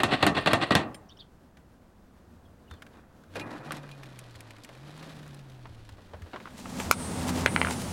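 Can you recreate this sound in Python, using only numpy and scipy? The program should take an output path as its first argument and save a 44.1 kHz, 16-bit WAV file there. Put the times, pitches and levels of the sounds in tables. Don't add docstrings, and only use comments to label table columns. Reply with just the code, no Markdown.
import sys
import numpy as np
from scipy import signal
from scipy.fft import rfft, irfft
from scipy.io import wavfile

SR = 44100
rng = np.random.default_rng(int(sys.argv[2]) if len(sys.argv) > 2 else 0)


def persist_wave(psi):
    counts = np.round(np.clip(psi, -1, 1) * 32767).astype(np.int16)
    wavfile.write(sys.argv[1], SR, np.atleast_2d(counts).T)


N = 349272

AIR_SPECTRUM = [(32, -38.5), (55, -3.5), (143, -10), (204, -6), (380, -14.5), (428, -19), (471, -15.5),
                (1590, -26), (2220, -34), (15000, -46.5), (16500, -40)]
AIR_LEVELS = [(0, -50.5), (1.4, -56.5), (3.3, -55.5), (4.6, -63), (5.2, -52), (5.8, -59.5), (6.4, -51.5),
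              (7.92, -74)]
# centre_s, level_db, width_s
GUSTS = [(.3, -64, .36), (2.01, -72, .15), (4.32, -71, .41), (5.8, -58, .3), (6.78, -58, .14),
         (7.92, -59, .12)]
ENGINE_REVS = [(1.8, 37.3, -72), (2.36, 76.3, -60), (2.5, 90.2, -59.5), (2.64, 92, -80), (3.2, 81.5, -66),
               (3.39, 100, -48), (3.55, 120.9, -57), (3.7, 151.8, -47), (4.51, 107.5, -53),
               (4.65, 112.2, -62), (4.86, 143.4, -48), (5.02, 160.8, -51), (5.28, 145.6, -47.5),
               (5.87, 108.8, -52), (6.15, 85.5, -61)]
CHIRPS = [(1.086, 0.0215, 3360, 6070, 3970, -60), (1.105, 0.026, 4000, 3310, 3850, -54.5),
          (1.093, 0.015, 3020, 3130, 3100, -56), (1.167, 0.012, 3700, 3300, 2750, -60),
          (1.168, 0.016, 4730, 5200, 5700, -65), (1.184, 0.046, 2940, 3800, 3040, -50.5),
          (1.196, 0.0194, 4700, 4750, 4000, -54), (2.45, .02, 3520, 3370, 3190, -69),
          (2.674, .022, 3100, 2950, 2620, -69), (2.688, 0.077, 3150, 3650, 3440, -63.5),
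          (2.69, 0.1, 4200, 4340, 4250, -72), (2.762, .03, 3500, 3250, 2800, -70)]

KNOCKS = [(.002, -13, -23), (0.034, -8, -11), (0.227, -4, -18), (0.266, -5.5, -11), (0.46, -9, -26),
          (.473, -8.5, -19.5), (0.533, -5.5, -13), (.707, -8, -36), (.721, -12.5, -19), (.752, -6, -7.5)]
SHUDDERS = [(0.095, -39, .01), (0.133, -24.5, .016), (0.223, -38, 0.013), (0.354, -33, 0.0053),
            (0.38, -27, 0.013), (0.516, -29, 0.0094), (0.63, -26.5, 0.015), (0.779, -36.5, 0.037)]
DOOR_MODES = [(108, 92, -7), (272.5, 90, -10), (610, 140, -10.5), (697, 200, -3.5), (1118, 170, -2),
              (1550, 120, -9), (1814, 37, 0.5), (1898, 33, -2), (2452, 42, -5.5), (2675, 80, -1),
              (3350, 143, -11), (3700, 230, -44.5), (9200, 200, -15)]
DOOR_SPECTRUM = [(50, -13.5), (100, 4.5), (300, 7.5), (1100, -6), (2000, -6.5), (4300, -6), (5300, -33),
                 (8000, -22), (11000, -41), (16000, -55.5)]
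IRON_MODES = [(3220, -4, 0.045), (5170, -4.5, 0.028), (7460, -19.5, 0.15), (8700, -12.5, 0.085),
              (9100, -7.5, .1), (11160, -14, 0.056), (13900, -24.5, .08), (14500, -25.5, .06)]
CLINKS = [(.036, -33), (.135, -51), (.24, -46), (.27, -36), (.41, -47.5), (.48, -43), (.534, -32),
          (.67, -53.5), (.755, -41.5), (.9447, -40)]

DRAG_LEVELS = [(2.6, -97, -95), (2.71, -63.5, -78), (3.04, -62.5, -98), (3.29, -75, -77),
               (3.37, -43, -49.5), (3.45, -43.5, -67.5), (3.75, -50.5, -62.5), (4.27, -55.5, -60.5),
               (4.59, -55.5, -64.5), (5.05, -52.5, -56.5), (5.5, -59.5, -65), (6.23, -62, -67),
               (6.42, -53.5, -61.5), (6.6, -63, -62)]
SCRAPE_SPECTRUM = [(71, -52.5), (120, 1), (281, 0), (475, -5), (524, -2), (1940, -11), (2250, -22),
                   (2480, -19.5), (6000, -83), (7800, -60), (13200, -120)]
GRIT_SPECTRUM = [(880, -53), (1500, 2), (1690, -1.5), (2140, 0), (3880, 1), (6120, -9), (11700, -15.5),
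                 (16000, -36)]
SILL_RUBS = [(2.964, -62.5, 0.037), (3.41, -51, 0.0068), (3.475, -55, 0.0087), (3.522, -49.5, 0.016),
             (3.569, -55, 0.018), (3.672, -50.5, 0.021), (3.748, -47, 0.028), (5.06, -61, 0.052)]
TICKS = [(0.9464, -37.5, 2000, -17), (1.5704, -49, 1600, -24.5), (2.711, -38, 1380, -26),
         (2.7377, -43.5, 1390, -28), (2.821, -36, 1400, -23), (2.865, -43.5, 1480, -26),
         (3.237, -51.5, 1336, -12.5), (3.3564, -31, 1418, -27), (3.3968, -29.5, 2360, -24),
         (3.6481, -49, 1100, -24), (3.6723, -54, 1280, -27), (3.72, -26, 1720, -6), (3.7687, -38, 1100, -6),
         (3.8317, -45, 3010, -20), (3.89, -42, 1600, -24), (3.914, -41.5, 2680, -10),
         (4.033, -36, 1650, -12), (4.0573, -46, 2455, -27), (4.1899, -37, 2390, 0.5),
         (4.3086, -52, 4500, -20), (4.353, -44.5, 1950, -23), (4.4054, -38, 2030, -0.5),
         (4.5064, -36.5, 2200, -28), (4.565, -45, 2390, -15), (4.584, -46, 1217, -14),
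         (4.636, -40, 4800, -19), (4.6469, -38.5, 2006, -1), (4.69, -42, 2460, -28),
         (4.9771, -45, 1100, -2), (5.0272, -37, 1720, -19), (5.2777, -54, 1783, 4), (5.3453, -49, 4120, 6),
         (5.891, -38, 1159, -33), (6.22, -42, 1700, -12)]
THUDS = [(3.355, -30, 468), (3.708, -24, 1200), (4.691, -39, 530), (5.655, -36, 942), (5.983, -42.5, 535),
         (6.135, -34, 567), (6.262, -40, 510), (6.333, -30.5, 390), (6.341, -33, 590), (6.36, -25, 1070),
         (6.401, -36.5, 1030), (6.456, -28.5, 1150), (6.471, -35.5, 1210), (6.657, -30.5, 1090)]
PANEL_BOOMS = [(2.712, -40.5), (4.35, -48), (5.69, -43.5), (5.781, -47), (5.917, -45), (6.14, -40),
               (6.218, -36.5)]
LATCH_MODES = [(2460, 1, 0.08), (2750, -1, 0.049), (4020, -8, 0.033), (9400, -16, 0.059), (10900, -24, .12)]
LATCH_PINGS = [(3.357, -35.5), (3.411, -33.5), (3.730, -54), (3.915, -42.5)]

FIRE_LEVELS = [(6.4, -65, -73), (6.62, -50, -52.5), (6.76, -39.5, -46.5), (7.15, -36, -44.5),
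               (7.46, -31.5, -44), (7.92, -39.5, -42.5)]
ROAR_SPECTRUM = [(18, -40), (30, -68), (75, -1.5), (193, 2.5), (388, -8.5), (476, -6.5), (794, -9.5),
                 (879, -9.5), (1040, -12), (4000, -31.5), (5200, -51), (8800, -120)]
# freq_hz, width_hz, level_rel_db
BLOWER_HUM = [(83, 4, -5), (190, 18, -7), (251, 5, -5)]
HISS_SPECTRUM = [(880, 9), (1500, 4), (7690, 2.5), (7920, 1), (8570, 0), (9650, -2), (10100, -3),
                 (16000, -13.5)]
SCUFFS = [(6.595, -46.5, 0.016), (6.70, -45, 0.0052), (6.82, -41.5, 0.041), (7.12, -46, 0.0087),
          (7.21, -43, 0.04), (7.29, -33, 0.013), (7.385, -38, 0.035), (7.72, -38, 0.02),
          (7.815, -40.5, 0.013)]
TONG_MODES = [(7440, 0.5, 0.023)]
TONG_PINGS = [(6.801, -34), (7.706, -33.5)]
BLOWS = [(6.80, -22.5, -44, -29.5, -75), (6.912, -24, 3, -3, -41.5), (7.291, -20, -46, -46, -72),
         (7.461, 0, -32, -19.5, -42), (7.5622, -6.5, -17, -33, -61), (7.6154, -6, -35, -40, -72),
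         (7.6482, -14.5, -39, -45, -65), (7.6707, -19.5, -25, -47, -61), (7.686, -22, -34, -44, -70),
         (7.70, -25, -38, -46, -70), (7.71, -20, -42, -29, -63)]
CLANK_MODES = [(433, -31, 0.036), (700, -45, 0.012), (1020, 2.5, 0.011), (1570, 8, 0.0036),
               (2200, 10, 0.0037), (3040, 16.5, 0.0022), (4100, 1, 0.0059)]
ANVIL_MODES = [(8170.5, -6, 1.6), (8178, 1, 1.7), (9643, -1, 2.0), (11060, -15, .3)]


def from_db(db):
    return 10 ** (np.asarray(db) / 20)


def unit_rms(x):
    return x / np.sqrt(np.mean(x ** 2) + 1e-20)


def lowpass(x, hz):
    return signal.sosfilt(signal.butter(2, hz, "low", fs=SR, output="sos"), x)


def highpass(x, hz):
    return signal.sosfilt(signal.butter(2, hz, "high", fs=SR, output="sos"), x)


def bandpass(x, hz, width_hz):
    r, w = np.exp(-np.pi * width_hz / SR), 2 * np.pi * hz / SR
    return signal.lfilter(np.array([1, 0, -1]) * (1 - r * r) / 2, [1, -2 * r * np.cos(w), r * r], x + 1e-18)


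def ring(x, hz, t60_s):
    r, w = from_db(-60 / (t60_s * SR)), 2 * np.pi * hz / SR
    return signal.lfilter([0, np.sin(w)], [1, -2 * r * np.cos(w), r * r], x + 1e-18)


def colour(x, spectrum):
    hz, db = np.transpose(spectrum)
    grid_hz = np.maximum(np.fft.rfftfreq(8192, 1 / SR), 1)
    cepstrum = irfft(np.interp(np.log(grid_hz), np.log(hz), db) * np.log(10) / 20)
    cepstrum[1:4096] *= 2
    cepstrum[4097:] = 0
    return signal.fftconvolve(x, irfft(np.exp(rfft(cepstrum))))[:len(x)]


def noise(spectrum):
    return unit_rms(colour(rng.standard_normal(N), spectrum))


def curves(rows, fade_s=.1):
    time_s, *columns = np.transpose(rows)
    t = np.arange(N) / SR
    gate = np.interp(t, [time_s[0] - fade_s, time_s[0], time_s[-1], time_s[-1] + fade_s], [0, 1, 1, 0])
    return [gate] + [np.interp(t, time_s, column) for column in columns]


def swells(rows, flatness=2.8):
    t = np.arange(0, N + 8, 8) / SR
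    gain = sum(from_db(db) * np.exp(-np.abs((t - s) / width_s) ** flatness / 2) for s, db, width_s in rows)
    return np.interp(np.arange(N) / SR, t, gain)


def drift(rate_hz, hop=40):
    r = np.exp(-2 * np.pi * rate_hz * hop / SR)
    slow = signal.lfilter([1], [1, -2 * r, r * r], rng.standard_normal(N // hop + 2002))[2000:]
    return np.interp(np.arange(N) / hop, np.arange(len(slow)), unit_rms(slow))


def grains(per_s, spread_db):
    sizes = from_db(spread_db * np.minimum(rng.exponential(1, N), 4)) * rng.choice([-1, 1], N)
    return unit_rms(sizes * (rng.random(N) < per_s / SR))


def burst(t60_s, samples=8000):
    t = np.arange(samples) / SR
    return rng.standard_normal(samples) * from_db(-60 * t / t60_s)


def add(out, sound, start_s, peak_db):
    part = out[int(start_s * SR):][:len(sound)]
    part += from_db(peak_db) * sound[:len(part)] / np.max(np.abs(sound))


def struck(hits, modes, spread_db):
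    start_s, hit_db = np.transpose(hits)
    scatter_db = rng.normal(0, spread_db, (len(hits), len(modes)))
    out = np.zeros(N)
    for k, (hz, db, t60_s) in enumerate(modes):
        clicks = np.zeros(N)
        clicks[(start_s * SR).astype(int)] = from_db(hit_db + db + scatter_db[:, k])
        out += ring(clicks, hz, t60_s)
    return out


def pings(hits, modes):
    out = np.zeros(N)
    for start_s, peak_db in hits:
        jangle, scatter_db = burst(.036), rng.normal(0, 2.07, len(modes))
        partials = [from_db(db) * ring(jangle, hz, t60_s) for hz, db, t60_s in modes]
        add(out, from_db(scatter_db) @ partials, start_s, peak_db)
    return out


def murmur():
    _, level_db = curves(AIR_LEVELS)
    return noise(AIR_SPECTRUM) * from_db(level_db + drift(6))


def wind(floor_db=-67.5, top_hz=50):
    rumble = lowpass(lowpass(rng.standard_normal(N), top_hz), top_hz)
    return unit_rms(highpass(rumble, 9.1)) * (from_db(floor_db) + swells(GUSTS))


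def motorbike():
    gate, firing_hz, level_db = curves(ENGINE_REVS)
    phase = 2 * np.pi * np.cumsum(firing_hz * (1 + .0089 * drift(15))) / SR
    return gate * np.sqrt(2) * from_db(level_db + .5 * drift(7)) * np.sin(phase)


def sparrows(turn_share=.27):
    out = np.zeros(N)
    for start_s, length_s, start_hz, turn_hz, end_hz, db in CHIRPS:
        share = np.arange(0, length_s, 1 / SR) / length_s
        hz = np.interp(share, [0, turn_share, 1], [start_hz, turn_hz, end_hz])
        tone = np.sin(2 * np.pi * np.cumsum(hz) / SR) * signal.windows.tukey(len(share), .5)
        out[int(start_s * SR):][:len(tone)] += np.sqrt(2) * from_db(db) * tone
    out *= 1 + .5 * unit_rms(lowpass(rng.standard_normal(N), 300))
    return out + from_db(-37) * signal.fftconvolve(out, burst(.15))[:N]


def fire():
    gate, roar_db, hiss_db = curves(FIRE_LEVELS)
    roar = noise(ROAR_SPECTRUM)
    for hz, width_hz, db in BLOWER_HUM:
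        roar += from_db(db + .54 * drift(9)) * unit_rms(bandpass(rng.standard_normal(N), hz, width_hz))
    return gate * (from_db(roar_db) * roar + from_db(hiss_db) * noise(HISS_SPECTRUM))


def tongs():
    friction = unit_rms(colour(grains(per_s=7100, spread_db=4.3), HISS_SPECTRUM))
    return swells(SCUFFS) * friction + pings(TONG_PINGS, TONG_MODES)


def door_scrape():
    gate, scrape_db, grit_db = curves(DRAG_LEVELS)
    rubs = swells(SILL_RUBS)
    scrape = unit_rms(colour(grains(per_s=3000, spread_db=3.26), SCRAPE_SPECTRUM))
    scrape *= from_db(1.18 * drift(15.7)) * (from_db(scrape_db) + rubs)
    scrape += from_db(-1) * bandpass(scrape, 296, 24)
    scrape += from_db(1) * bandpass(scrape, 2450, 80)
    grit = unit_rms(colour(grains(per_s=2500, spread_db=3), GRIT_SPECTRUM))
    grit *= from_db(1.32 * drift(42)) * (from_db(grit_db) + from_db(-7.5) * rubs)
    return gate * (scrape + grit)


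def faint_ticks(count=18, start_s=3.8, end_s=5.95, low_hz=1100, high_hz=3500):
    when, size, pitch, bright = rng.random((count, 4)).T
    time_s = start_s + (end_s - start_s) * when
    pitch_hz = low_hz * (high_hz / low_hz) ** pitch
    return list(zip(time_s, -53 + 8 * size, pitch_hz, -22 + 16 * bright))


def door_ticks(t60_s=.039):
    out = np.zeros(N)
    for start_s, db, hz, treble_rel_db in TICKS + faint_ticks():
        add(out, highpass(bandpass(burst(t60_s), hz, .51 * hz), 530), start_s, db)
        snap = bandpass(highpass(burst(t60_s / 2), 4500), 8500, 6100)
        add(out, lowpass(snap, 10700), start_s, db + treble_rel_db)
    return out


def door_thuds(t60_cycles=61):
    out = np.zeros(N)
    for start_s, db, hz in THUDS:
        force = burst(.015) + .81 * burst(t60_cycles / hz)
        wood = bandpass(force, hz, .27 * hz) + .35 * bandpass(force, 550, 700)
        add(out, lowpass(wood, 3300), start_s, db)
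    return out


def panel_booms(pitch_hz=83.7, rise_s=.012):
    out, t = np.zeros(N), np.arange(4000) / SR
    boom = np.sin(2 * np.pi * pitch_hz * t) * t * np.exp(-t / rise_s)
    for start_s, db in PANEL_BOOMS:
        add(out, boom, start_s, db)
    return out


def knocker(span_samples=2 * SR):
    aftershakes = [(s + .033, db - 14, .039) for s, db, _ in SHUDDERS]
    force = swells(SHUDDERS + aftershakes, flatness=3) * grains(per_s=5000, spread_db=1.9)
    cracks = np.zeros(N)
    for start_s, db, crack_rel_db in KNOCKS:
        impact = burst(.032) + from_db(-3) * burst(.11) + from_db(-11.5) * lowpass(burst(.39), 1200)
        add(force, impact, start_s, db)
        add(force, lowpass(burst(.63, samples=30000), 900), start_s, db - 28.5)
        crack = burst(.011) + from_db(-13) * lowpass(lowpass(burst(.15), 9000), 9000)
        add(cracks, lowpass(highpass(crack, 3500), 10000), start_s, db + crack_rel_db)
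    force = highpass(highpass(force[:span_samples], 65), 65)
    resonances = sum(from_db(db) * bandpass(force, hz, width_hz) for hz, width_hz, db in DOOR_MODES)
    wood = from_db(6) * colour(force, DOOR_SPECTRUM) + from_db(12) * lowpass(resonances, 3020)
    hits = [(s, db - 30.5) for s, db, _ in KNOCKS]
    modes = [(hz, db, 1.4 / width_hz) for hz, width_hz, db in DOOR_MODES]
    ringing = lowpass(highpass(struck(hits, modes, spread_db=1.33), 70), 6900)
    clinks = struck(CLINKS, IRON_MODES, spread_db=2)
    return np.pad(wood, (0, N - span_samples)) + cracks + ringing + clinks


def hammer(echo_samples=500):
    out = np.zeros(N)
    for start_s, clank_db, hoop_db, crack_db, _ in BLOWS:
        contact_hz = 4350 + 79 * clank_db
        force = signal.unit_impulse(8000) + .16 * burst(.0077) + from_db(-30) * burst(.07)
        clank = sum(from_db(db) * ring(force, hz, t60_s) for hz, db, t60_s in CLANK_MODES)
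        clank = lowpass(lowpass(clank, contact_hz), contact_hz)
        add(out, highpass(clank, 330), start_s, clank_db)
        hoop = ring(force, 1420, .014) + .8 * ring(force, 2250, .01)
        add(out, hoop, start_s, hoop_db)
        crack = burst(.009) + from_db(-10) * lowpass(burst(.08), 9000)
        add(out, lowpass(highpass(crack, 2800), 13000), start_s, crack_db)
    slap = signal.fftconvolve(bandpass(out, 1100, 1900), burst(.046))
    out[echo_samples:] += from_db(-29.5) * slap[:N - echo_samples]
    anvil_hits = [(s, ring_db) for s, *_, ring_db in BLOWS]
    return out + struck(anvil_hits, ANVIL_MODES, spread_db=0)


def scene():
    background = murmur() + wind()
    door = knocker() + door_scrape() + door_ticks() + door_thuds() + panel_booms()
    latch = pings(LATCH_PINGS, LATCH_MODES)
    return (background + door + latch + sparrows() + motorbike() + fire() + tongs() + hammer())[None]


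def record(dry, threshold_db=-8, release_db_per_s=150, ceiling=.53, stopband_hz=16800):
    release_db = release_db_per_s * np.arange(N) / SR
    over_db = np.maximum(20 * np.log10(np.abs(dry) + 1e-9) - threshold_db, 0)
    duck_db = np.maximum.accumulate(over_db + release_db, axis=1) - release_db
    duck_db = signal.lfilter([.01], [1, -.99], duck_db)
    clipped = np.clip(dry * from_db(-duck_db), -ceiling, ceiling)
    return signal.sosfilt(signal.cheby2(10, 40, stopband_hz, fs=SR, output="sos"), clipped)


dry = scene()
out = record(dry)
persist_wave(out)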